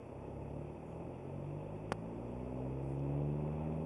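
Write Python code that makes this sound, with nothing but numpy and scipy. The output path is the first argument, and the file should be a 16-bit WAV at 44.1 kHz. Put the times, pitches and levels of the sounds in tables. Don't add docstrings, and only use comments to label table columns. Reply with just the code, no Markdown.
import sys
import numpy as np
from scipy import signal
from scipy.fft import rfft, irfft
from scipy.io import wavfile
from scipy.ndimage import uniform_filter1d

SR = 44100
rng = np.random.default_rng(int(sys.argv[2]) if len(sys.argv) > 2 else 0)


def bounce(signal):
    frames = np.transpose(np.atleast_2d(signal))
    limited = np.clip(frames, -1, 1)
    pcm = np.round(limited * 32767).astype(np.int16)
    wavfile.write(sys.argv[1], SR, pcm)


def gain_from_db(level_db):
    decades = np.asarray(level_db, float) / 20
    return 10 ** decades


N = 169785


def level(x, db):
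    return x * gain_from_db(db) / np.sqrt(np.mean(x ** 2))


def band(x, hz, width_hz):
    return signal.lfilter(*signal.iirpeak(hz, hz / width_hz, fs=SR), x)


def walk(rate_hz):
    hold = int(SR / rate_hz)
    steps = np.repeat(rng.standard_normal(N // hold + 1), hold)
    slewed = uniform_filter1d(uniform_filter1d(steps, hold), hold)
    return 1.74 * slewed[:N]


def coloured(spectrum, flicker_db, rate_hz):
    hz, db = np.array(spectrum, float).T
    f = np.maximum(np.arange(N // 2 + 1) * SR / N, 1)
    place = np.log(f / hz[0]) / np.log(hz[-1] / hz[0])
    gain = gain_from_db(np.interp(np.log(f), np.log(hz), db, left=-120, right=-120))
    out = 0
    for centre in np.linspace(0, 1, num=6):
        share = np.sqrt(np.clip(1 - 5 * np.abs(place - centre), 0, 1))
        part = irfft(rfft(rng.standard_normal(N)) * gain * share, N)
        out = out + gain_from_db(flicker_db * walk(rate_hz)) * part
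    return out


def firing_turns(t):
    # time in seconds, firing rate in Hz.
    firing_rate = [(0.0, 31.28), (0.11, 32.23), (0.21, 32.76), (0.37, 34.7), (0.47, 34.95), (0.74, 38.3),
                   (1.18, 44.52), (1.99, 55.16), (2.1, 57.03), (2.51, 63.32), (3.45, 74.87), (3.85, 79.96)]
    rate_hz = np.interp(t, *np.array(firing_rate).T)
    return np.cumsum(rate_hz * (1 + .001 * walk(15))) / SR


def cabin(x):
    # centre in Hz, width in Hz, level in dB.
    resonances = [(72, 30, -16.5), (102.8, 19, -9.5), (145.9, 13.7, 1), (161.5, 18.2, -4),
                  (188.6, 8.2, -10.5), (235.5, 27.3, -4.5), (256.4, 20.2, -5), (285.4, 19.4, -2.5),
                  (346.8, 22, 3), (374.5, 30, -9.5), (425, 40, -10), (490.4, 12, -12), (540, 18, -12),
                  (670, 240, -11)]
    return sum(gain_from_db(db) * band(x, hz, width_hz) for hz, width_hz, db in resonances)


def engine(t, turns):
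    order_db = [1, 0, -3, -4.5, -10, -13.5, -13, -19, -19, -19.5]
    # time in seconds, level in dB.
    load = [(0, -14), (.15, -5.5), (.35, -2.5), (.55, 0.5), (.75, -4), (1, -4), (1.2, -5), (1.35, -2.5),
            (1.7, -3), (2.1, -1), (2.4, 0), (2.7, 1.5), (2.95, 1.5), (3.2, 3), (3.5, 2), (3.85, 1.5)]
    engine_db, half_order_db, low_cut_hz = -40.5, -26, 48
    wander_db, wander_db_per_order = .4, .25
    out = 0
    for k, db in enumerate(order_db):
        multiple = np.cos(2 * np.pi * (k + 1) * turns)
        out = out + gain_from_db(db + (wander_db + k * wander_db_per_order) * walk(9)) * multiple
        half = np.cos(2 * np.pi * ((k + .5) * turns + rng.random()))
        out = out + gain_from_db(half_order_db + 3.9 * walk(5.6)) * half
    out = out * gain_from_db(np.interp(t, *np.array(load).T))
    out = signal.sosfilt(signal.butter(4, low_cut_hz, "high", fs=SR, output="sos"), out)
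    return gain_from_db(engine_db) * cabin(out)


def road(t, turns):
    # frequency in Hz, density in dB per Hz.
    rumble_spectrum = [(18, -41), (30, -11.5), (65, -5), (135, -5.5), (197, -3.5), (571, -1), (718, -10),
                       (860, -6.5), (1500, -33), (1950, -67), (3300, -120)]
    # frequency in Hz, density in dB per Hz.
    hiss_spectrum = [(760, -19.5), (1300, -1), (1360, -6), (1630, -8.5), (2280, -6), (2590, -2.5),
                     (3000, -14.5), (3440, -14.5), (3900, -29), (5070, -57.5), (8580, -120)]
    # centre in Hz, width in Hz, level in dB.
    panels = [(566, 89, -9.5), (881, 200, -7), (2570, 180, 0)]
    rumble_db, rumble_rise_db_s, rumble_cabin_db = -48.5, 1, -17.5
    hiss_db, hiss_rise_db_s = -68.5, .76
    throb_depth, panel_db = .13, -10

    rumble = coloured(rumble_spectrum, flicker_db=.5, rate_hz=8)
    rumble = level(level(rumble, 0) + level(cabin(rumble), rumble_cabin_db), rumble_db)
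    hiss = level(coloured(hiss_spectrum, flicker_db=.66, rate_hz=27), hiss_db)
    from_middle_s = t - t[-1] / 2
    both = rumble * gain_from_db(rumble_rise_db_s * from_middle_s) + hiss * gain_from_db(hiss_rise_db_s * from_middle_s)
    both = both * (1 + throb_depth * np.cos(2 * np.pi * turns))
    ringing = sum(gain_from_db(panel_db + db) * band(both, hz, width_hz / 2) for hz, width_hz, db in panels)
    return both + ringing


def high_hiss(t):
    # frequency in Hz, density in dB per Hz.
    hiss_spectrum = [(2410, -42.5), (4100, -7), (4520, -0.5), (6670, -5.5), (7860, -4.5), (8700, -10.5),
                     (9490, -3.5), (11000, -16.5), (13000, -23.5), (16900, -62), (22000, -120)]
    # centre in Hz, width in Hz, level in dB.
    ridge_bands = [(5840, 270, -3), (7800, 350, -8.5), (9400, 400, 3.5), (10750, 200, 4), (11560, 250, -9)]
    # centre in seconds, half width in seconds, rise in dB.
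    swell_s, swell_half_width_s, swell_db = (2.4, .45, 2)
    noise_db, ridges_db = -81.5, -1.1
    flat = coloured(hiss_spectrum, flicker_db=.4, rate_hz=60)
    ridges = 0
    for hz, width_hz, db in ridge_bands:
        ridges = ridges + gain_from_db(db + .86 * walk(70)) * level(band(flat, hz, width_hz), 0)
    swell = gain_from_db(swell_db * np.exp(-((t - swell_s) / swell_half_width_s) ** 2))
    return level(level(flat, 0) * swell + level(ridges, ridges_db), noise_db)


def clock_ticks(t):
    frame_hz, decay_ms = 30, 4
    tick_hz, width_hz, tick_db = 11600, 1100, -100
    decay = np.exp(-(t * frame_hz % 1) / frame_hz * 1000 / decay_ms)
    noise = band(band(rng.standard_normal(N), tick_hz, width_hz), tick_hz, width_hz)
    return level(decay * noise * gain_from_db(1.5 * walk(15)), tick_db)


def squeaks(t):
    # start in seconds, length in seconds, centre in Hz, width in Hz, level in dB.
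    rubs = [
        (.86, .08, 6850, 200, -85.5),
        (.86, 0.061, 10300, 250, -88),
        (0.839, 0.12, 8500, 5000, -89),
        (2.827, .135, 9400, 600, -81.5),
        (2.824, .13, 7800, 400, -88),
        (2.833, 0.15, 7000, 6000, -87),
        (2.894, .006, 5000, 1500, -77),
        (2.992, .006, 5000, 1500, -72),
        (3.79, 0.055, 9400, 1500, -88),
    ]
    ramp_s = .003
    out = 0
    for start_s, length_s, hz, width_hz, db in rubs:
        gate = np.clip(np.minimum(t - start_s, start_s + length_s - t) / ramp_s, 0, 1)
        noise = band(band(rng.standard_normal(N), hz, width_hz), hz, width_hz)
        out = out + gate * level(noise, db)
    return out


def latch(t):
    # start in seconds, push in dB, rise in ms, hold in ms, buzz in dB.
    contacts = [
        (1.91998, -15.3, .19, .01, -41),
        (1.92316, -25.5, .05, .4, -36),
        (1.92669, -30, .05, .22, -45),
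    ]
    full_fall_ms, rebound_hz, top_hz = .48, 140, 10600
    buzz_hz, undertone_hz, undertone_db, buzz_ms = 8800, 4900, -1, .27
    out = 0
    for way, (start_s, push_db, rise_ms, hold_ms, buzz_db) in zip((-1, 1, 1), contacts):
        since_s = t - start_s
        since_ms = since_s * 1000
        fall_ms = full_fall_ms * min(1, 5 * rise_ms)
        push = np.interp(since_ms, np.cumsum([0, rise_ms, hold_ms, fall_ms]), [0, 1, 1, 0])
        buzz = np.sin(2 * np.pi * buzz_hz * since_s)
        buzz = buzz + gain_from_db(undertone_db) * np.sin(2 * np.pi * undertone_hz * since_s)
        decay = (since_ms > 0) * np.exp(-(since_ms / buzz_ms) ** 2)
        out = out + way * (gain_from_db(push_db) * push + gain_from_db(buzz_db) * decay * buzz)
    out = signal.lfilter(*signal.butter(2, rebound_hz, "high", fs=SR), out)
    return signal.sosfilt(signal.butter(6, top_hz, fs=SR, output="sos"), out)


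def scene():
    t = np.arange(N) / SR
    turns = firing_turns(t)
    return (engine(t, turns) + road(t, turns) + latch(t))[None]


def low_pass(x):
    return signal.sosfilt(signal.butter(12, 13140, fs=SR, output="sos"), x)


def record(dry):
    noise_top_hz, notch_hz, notch_width_hz = 12500, 4000, 550
    t = np.arange(N) / SR
    faint = high_hiss(t) + clock_ticks(t) + squeaks(t)
    faint = signal.sosfilt(signal.ellip(6, .3, 50, noise_top_hz, fs=SR, output="sos"), faint)
    mix = signal.lfilter(*signal.iirnotch(notch_hz, notch_hz / notch_width_hz, fs=SR), dry + faint)
    return low_pass(mix)


dry = scene()
out = record(dry)
bounce(out)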